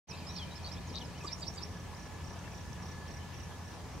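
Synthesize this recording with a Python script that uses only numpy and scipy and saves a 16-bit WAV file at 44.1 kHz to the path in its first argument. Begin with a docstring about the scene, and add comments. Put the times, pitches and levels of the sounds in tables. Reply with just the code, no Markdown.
"""Lake shore, stereo microphone in the open. It fades in on hissing air, a distant engine's drone
and a thin machine whine. A songbird sings sweeping whistles and buzzes over far chatter; from 0.3 s
a thin, insect-like chirp repeats farther off, four pips at a time. At 1.2 s the water plops and the
bird gives one sharp call three times. After that the chirp carries on, with faint far warbles and
the last of a few small drips."""
import sys
import numpy as np
from scipy import signal
from scipy.fft import rfft, irfft, next_fast_len
from scipy.io import wavfile
from scipy.ndimage import uniform_filter1d

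SR = 44100
rng = np.random.default_rng(int(sys.argv[2]) if len(sys.argv) > 2 else 0)


def unload_wav(signal):
    """Save mono or channel-first audio to the path in sys.argv[1] as 16-bit WAV at rate SR, clipped to [-1, 1]."""
    wavfile.write(
        sys.argv[1],
        SR,
        np.round(np.clip(np.atleast_2d(signal).T, -1, 1) * 32767).astype(np.int16),
    )


N = 176400

# Songbird on the shore, whistles: t/s, length/s, start f/Hz, middle f/Hz, end f/Hz, level/dB, pan/dB
SONG_WHISTLES = [(0.083, 0.043, 6140, 5700, 4660, -50, -2), (0.107, 0.053, 2540, 2600, 2660, -56, -6),
                 (0.125, 0.037, 4160, 3680, 4540, -58.5, -4), (0.171, 0.028, 4720, 4870, 4800, -61, 3),
                 (0.174, 0.019, 3180, 3200, 3070, -60.5, -2), (0.206, 0.0396, 2885, 2514, 2300, -56.5, -5),
                 (0.263, 0.054, 5000, 5350, 5840, -51.5, -1), (0.317, 0.044, 5720, 5890, 5720, -57, 1),
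                 (0.284, 0.042, 4030, 3860, 3870, -57, 4), (0.36, 0.023, 5760, 5280, 4730, -48, -1),
                 (0.376, 0.07, 3780, 3260, 3060, -49.5, -1), (.408, 0.038, 3660, 4370, 4750, -62, 0),
                 (0.505, 0.037, 3870, 3880, 3930, -57, -4), (0.553, 0.032, 4700, 5360, 4770, -53.5, -3),
                 (0.67, 0.032, 3990, 3860, 3960, -56, -4), (0.713, 0.022, 4690, 5200, 5800, -51.5, 0),
                 (0.733, 0.014, 5830, 5430, 4800, -52, -3), (0.765, 0.024, 3370, 3450, 3950, -57, -2),
                 (0.868, 0.049, 7100, 5370, 4640, -58.5, -3), (1.004, 0.028, 3800, 3130, 2870, -50, -1),
                 (1.039, 0.028, 5550, 5150, 4850, -58, -2), (1.139, 0.053, 2480, 3010, 2830, -60.5, -2),
                 (1.202, 0.035, 2740, 2525, 2450, -54.5, -3), (1.293, 0.04, 2390, 2380, 2360, -61, -3)]
CLEAR_DB, BLUR_PER_DB = -57, .035  # notes under this level grow rougher


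def songbird_whistles():
    """Notes that bend through three pitches; the softer they are, the more distance blurs them."""
    out = np.zeros((2, N))
    for start, length, *pitches, db, pan in SONG_WHISTLES:
        u = progress(length)
        hz = np.polyval(np.polyfit([0, .5, 1], pitches, 2), u)
        hz *= 1 + .0031 * wander(len(u), rate_hz=251).real
        rough = .3 + BLUR_PER_DB * max(CLEAR_DB - db, 0)
        envelope = amp(db) * signal.windows.tukey(len(u), .31)
        add(out, start, envelope * tone(hz, rough, rasp_hz=200), pan)
    return out


def buzz(length, first_hz, last_hz, swing_hz, throb_hz, rough, db):
    """A note that throbs quickly and unevenly in pitch and strength."""
    u = progress(length)
    rate = throb_hz * (1 + .414 * wander(len(u), throb_hz).real)
    throb = 2 * np.pi * np.cumsum(rate) / SR
    hz = first_hz + (last_hz - first_hz) * u + swing_hz * np.sin(throb)
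    return amp(db) * signal.windows.tukey(len(u), .6) * (1 - .45 * np.cos(throb)) * tone(hz, rough)


# Same bird, buzzes: t/s, length/s, start f/Hz, end f/Hz, swing/Hz, throb/Hz, roughness, level/dB, pan/dB
SONG_BUZZES = [(0.346, 0.054, 4210, 4560, 220, 123, 0.7, -50, -3),
               (0.633, 0.055, 4200, 4700, 130, 105, 0.35, -49.5, -4),
               (0.933, 0.069, 3800, 3940, 174, 114, 0.6, -49, 2),
               (0.946, 0.052, 4490, 4420, 298, 120, 0.7, -51, -6)]


def songbird_buzzes():
    """Throbbing notes among the whistles."""
    out = np.zeros((2, N))
    for start, *note, pan in SONG_BUZZES:
        add(out, start, buzz(*note), pan)
    return out


# Same bird, sharp calls: t/s, gain/dB, pan/dB
CALLS = [(1.267, -2, -2), (1.418, -2, -3), (1.57, -5, -3.5)]
# A call's two strokes: t/s from its start, f/Hz, level/dB before the call's gain, roughness
CALL_DOWN = [(-.002, 4660, -59, .05), (.005, 4770, -48, 0.1), (.014, 4800, -41, 0), (.019, 4280, -47, 0),
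             (.0215, 3430, -45, 0), (.0235, 3560, -62, 0.4), (.0255, 4750, -51, .3), (.031, 3790, -53, 0.4),
             (.035, 3500, -66, .4)]
CALL_UP = [(0.035, 4360, -59, .3), (.041, 4810, -56, .2), (0.051, 5100, -50, 0.97),
           (0.061, 5440, -44.5, 0.68), (0.066, 5480, -33, .1), (.072, 5780, -49.5, .35),
           (0.08, 6060, -56, 0.45), (.086, 5850, -76, .3)]
# The bird's second voice, above and below the strokes: same columns
VOICE_ABOVE = [(-.004, 7360, -55, .2), (.001, 7500, -56, .1), (.008, 8000, -66, .2), (.02, 7800, -67, .3)]
VOICE_BELOW = [(.007, 3950, -63, .3), (0.012, 3804, -47, 0.33), (.024, 3756, -57, 0.65),
               (.04, 3900, -64, .7), (.058, 4400, -53, .7), (.074, 4560, -64, 0.49)]
# Lisping ticks ahead of a call: t/s from its start, level/dB
CALL_TICKS = [(-.036, -66), (-.029, -58), (-.019, -54.5), (-.009, -53.5)]
TICK_S = .012


def songbird_calls():
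    """Three sharp two-voiced calls that sweep down and up, each led in by ticks."""
    out = np.zeros((2, N))
    for start, gain_db, pan in CALLS:
        for stroke in (CALL_DOWN, CALL_UP, VOICE_ABOVE, VOICE_BELOW):
            times, hz, db, rough = np.transpose(stroke)
            t = np.arange(times[0], times[-1], 1 / SR)
            envelope = uniform_filter1d(amp(np.interp(t, times, db + gain_db)), size=64)
            roughness = uniform_filter1d(np.interp(t, times, rough), size=64)
            add(out, start + times[0], envelope * tone(np.interp(t, times, hz), roughness), pan)
        for delay, db in CALL_TICKS:
            add(out, start + delay - TICK_S / 2, tick(TICK_S, hz=6870, width_hz=1400, db=db))
    return out


# Insect-like chirp, farther off and centred: t/s of a group's first pip, level/dB
PIP_GROUPS = [(0.343, -53.5), (0.633, -54.5), (.931, -52), (1.185, -53), (1.452, -56), (1.713, -57.5),
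              (1.972, -54.5), (2.246, -53), (2.522, -53), (2.83, -51.5), (3.085, -52), (3.347, -52),
              (3.654, -56), (3.919, -58)]
# Pips in a group: t/s after the first, gain/dB, top f/Hz
GROUP_PIPS = [(0, -6, 5760), (.03, -4.6, 5860), (.059, -4.2, 5920), (.09, -4.5, 5930)]
PIP_S, PIP_FALL_HZ, PIP_CREST = .02, 750, .15  # crest: share of the pip's length


def chirper():
    """Groups of four pips, each cresting and then falling in pitch."""
    out, u = np.zeros((2, N)), progress(PIP_S)
    fall = PIP_FALL_HZ * ((u - PIP_CREST) / (1 - PIP_CREST)) ** 2
    for start, db in PIP_GROUPS:
        for delay, gain_db, top_hz in GROUP_PIPS:
            pip = signal.windows.tukey(len(u), .7) * tone(top_hz - fall, rough=.27)
            scatter_db = .7 * rng.standard_normal()
            add(out, start + delay - PIP_S / 2, amp(db + gain_db + scatter_db) * pip)
    return out


# Bubbles at the water's edge: t/s, length/s, start f/Hz, end f/Hz, level/dB
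SHORE_BUBBLES = [(1.2389, 0.018, 592, 228, -43), (1.2425, 0.0175, 1104, 1220, -41.5),
                 (2.474, 0.0076, 1850, 1600, -48)]
# Small drips: t/s, f/Hz, width/Hz, level/dB
SHORE_DRIPS = [(.1405, 7800, 500, -59), (.957, 6120, 300, -49), (1.95, 5000, 500, -53),
               (2.392, 5940, 500, -52), (2.732, 5870, 349, -47.5)]
DRIP_S = .0056


def water():
    """Bubbles ring with a gliding pitch; drips tick."""
    out = np.zeros((2, N))
    for start, length, first_hz, last_hz, db in SHORE_BUBBLES:
        u = progress(length)
        hz = first_hz + (last_hz - first_hz) * u
        add(out, start, amp(db) * np.sin(np.pi * u ** 1.34) * tone(hz, rough=.2))
    for time, hz, width_hz, db in SHORE_DRIPS:
        add(out, time - DRIP_S / 2, tick(DRIP_S, hz, width_hz, db))
    return out


# Other birds, well behind the song: f/Hz, width/Hz, starting level/dB
CHATTER_BANDS = [(2440, 89, -63.5), (3080, 190, -68), (4083, 750, -63.5)]
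# One far bird's warbles: t/s, length/s, start f/Hz, end f/Hz, level/dB
FAR_WARBLES = [(2.433, .045, 2480, 2720, -63), (2.513, .035, 2630, 2300, -62),
               (3.07, 0.023, 3040, 3400, -63), (3.191, 0.058, 3120, 2950, -63),
               (3.307, .07, 3030, 2450, -63), (3.389, .025, 3050, 2800, -64)]


def far_birds():
    """A blur of voices that dies away, and later a few faint warbles."""
    out, fade = np.zeros((2, N)), np.sqrt(1 - progress(length_s=1.5))
    for hz, width_hz, db in CHATTER_BANDS:
        add(out, 0, amp(db) * fade * tone(np.full(len(fade), hz), .91, width_hz))
    for start, *glide, db in FAR_WARBLES:
        add(out, start, buzz(*glide, swing_hz=100, throb_hz=54.7, rough=.55, db=db))
    return out


# Engine, far across the lake: f/Hz, level/dB at mid-scene, width/Hz, drift/(dB/s)
ENGINE_LINES = [(53.9, -61, 2.4, 0), (77.3, -56, 3.2, -2), (86.7, -51, 5, 0), (129.9, -59, 3.9, 1.5),
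                (157.6, -61, 1.1, -3), (176.3, -55.5, 3.6, -1.5), (429.4, -69, 6.6, 0),
                (841, -70.5, 8.9, 1.5), (969.6, -65, 20, -1)]


def engine():
    """Droning tones that fade in and out on their way across the water."""
    t, mid, side = np.arange(N) / SR, np.zeros(N), np.zeros(N)
    for hz, db, width_hz, drift in ENGINE_LINES:
        pitch = np.full(N, hz)
        level = amp(db + drift * (t - t.mean()))
        mid += level * tone(pitch, rough=.35, rasp_hz=width_hz)
        side += level * amp(-13.5) * tone(pitch, rough=1, rasp_hz=width_hz)
    return np.array([mid + side, mid - side])


# Machine whine, far off and centred: t/s, level/dB
WHINE_LEVELS = [(0, -67.5), (.9, -65.5), (1.75, -65.5), (2.05, -60), (2.5, -65.5), (2.7, -62), (3.03, -58),
                (3.35, -64.5), (3.65, -62.5), (4, -73)]


def whine():
    """A thin machine tone that swells and sinks while its pitch wavers."""
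    hz = 1719 + 18.12 * wander(N, rate_hz=12.06).real
    db = np.interp(np.arange(N) / SR, *np.transpose(WHINE_LEVELS))
    return amp(db) * tone(hz, rough=.58, rasp_hz=55)


# Open air all round the microphone: f/Hz, relative level/dB
AIR_SPECTRUM = [(20, -11), (35, -13), (55, 4), (110, 4), (200, 0), (280, -4.5), (400, -8), (600, -8.5),
                (1050, -8.5), (1450, -15.5), (2200, -16), (3000, -19), (4000, -20.5), (6000, -19.5),
                (7500, -25.5), (10000, -30), (15500, -38)]
# Likeness of its left and right channels: f/Hz, correlation
AIR_LIKENESS = [(40, 0.85), (130, 0.92), (330, 0.57), (800, 0.82), (1500, 0.62), (3000, 0.39),
                (5500, 0.082), (8000, .08), (15000, .05)]
# Its lean to the left: f/Hz, pan/dB
AIR_PAN = [(40, -0.5), (200, 0.5), (1200, 0.9), (3000, 0), (12000, -0.1)]
AIR_DB, PATCH_DB, SWELL_DB, FLICKER_DB = -46.5, 1.23, -.5, 1.5


def air():
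    """Rumble and hiss of open air and ripples, with soft drifting patches and a slight flicker."""
    hop, hz = 256, np.fft.rfftfreq(1024, 1 / SR)
    frames = N // hop + 5
    a, b, c, d, patches = rng.standard_normal((5, frames, len(hz)))
    left, independent = a + 1j * b, c + 1j * d
    likeness = read(AIR_LIKENESS, hz)
    right = likeness * left + np.sqrt(1 - likeness ** 2) * independent
    patches = uniform_filter1d(patches, size=10, axis=0)  # smooth in time
    patches = unit(uniform_filter1d(patches, size=12, axis=1))  # and in frequency
    swell = wander(frames * hop, rate_hz=22).real[::hop]
    flicker = SWELL_DB * swell + FLICKER_DB * rng.standard_normal(frames)
    depth = read([(150, 0), (500, .41), (3000, .6), (8000, 0)], hz)
    spectra = np.array([left, right]) * amp(PATCH_DB * patches + flicker[:, None] * depth)
    white = signal.istft(spectra.transpose(0, 2, 1), nperseg=1024, noverlap=1024 - hop)[1][:, :N]
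    f = np.fft.rfftfreq(N, 1 / SR)
    colour = amp(read(AIR_SPECTRUM, f) + np.array([[.5], [-.5]]) * read(AIR_PAN, f))
    return amp(AIR_DB) * unit(irfft(rfft(white) * colour, N))


def shore_echo(sound, db, t60_s, delay_s):
    """Scattered echoes from the bank and trees, different in each channel."""
    t = np.arange(SR // 2) / SR
    taps = rng.standard_normal((2, len(t))) * (t >= delay_s) * 10 ** (-3 * t / t60_s)
    taps /= np.linalg.norm(taps, axis=1, keepdims=True)
    return amp(db) * signal.fftconvolve(sound, taps, axes=1)[:, :N]


def tone(hz, rough, rasp_hz=470):
    """A sine along a pitch curve; roughness, 0 to 1, trades it for a narrow band of noise."""
    rough = np.clip(rough, 0, 1)
    body = np.sqrt(1 - rough ** 2) + rough * wander(len(hz), rasp_hz)
    return np.sqrt(2) * (body * np.exp(2j * np.pi * np.cumsum(hz) / SR)).real


def tick(length, hz, width_hz, db):
    """A few milliseconds of noisy ring."""
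    u = progress(length)
    ring = np.sin(np.pi * u) ** 2 * tone(np.full(len(u), hz), .95, width_hz)
    return amp(db) * unit(ring) * np.sqrt(3 / 8)


def wander(size, rate_hz):
    """Smooth complex noise, rms near 1, that moves at about the given rate."""
    span = next_fast_len(max(size, 8192))
    a, b = rng.standard_normal((2, span))
    lowpass = np.exp(-.5 * (np.fft.fftfreq(span, 1 / SR) / rate_hz) ** 2)
    return unit(np.fft.ifft((a + 1j * b) * lowpass))[:size]


def progress(length_s):
    """Runs from 0 to 1 over the length."""
    return np.linspace(0, 1, max(round(length_s * SR), 8))


def amp(db):
    """Decibels to gain."""
    return 10 ** (np.asarray(db) / 20)


def unit(x):
    """Scales to rms 1."""
    return x / np.sqrt(np.mean(abs(x) ** 2) + 1e-20)


def read(points, hz):
    """Reads a spectrum on a log-frequency axis."""
    f, value = np.transpose(points)
    return np.interp(np.log(hz + 1), np.log(f), value)


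def add(mix, start_s, sound, pan_db=0):
    """Places a sound in the stereo mix; pan is left level minus right."""
    part = mix[:, max(round(start_s * SR), 0):][:, :len(sound)]
    part += amp([[pan_db / 2], [-pan_db / 2]]) * sound[:part.shape[1]]


def scene():
    """Birds, chirp and water with their echoes, over the engine, the whine and the air."""
    songbird = songbird_whistles() + songbird_buzzes() + songbird_calls()
    direct = songbird + far_birds() + chirper() + water()
    early = shore_echo(direct, db=-4.5, t60_s=.0053, delay_s=0)[0]
    late = shore_echo(direct, db=-10, t60_s=.23, delay_s=.0046)
    return direct + np.array([early, -early]) + late + engine() + whine() + air()


def record(dry):
    """The microphone opens with a short fade and passes sound up to 15.7 kHz."""
    open_s, rise_s = .071, .037
    fade = np.clip((np.arange(N) / SR - open_s) / rise_s, 0, 1)
    lowpass = signal.firwin(1023, 15720, window=("kaiser", 9), fs=SR)
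    return signal.oaconvolve(dry * fade, lowpass[None], "same")


dry = scene()
out = record(dry)
unload_wav(out)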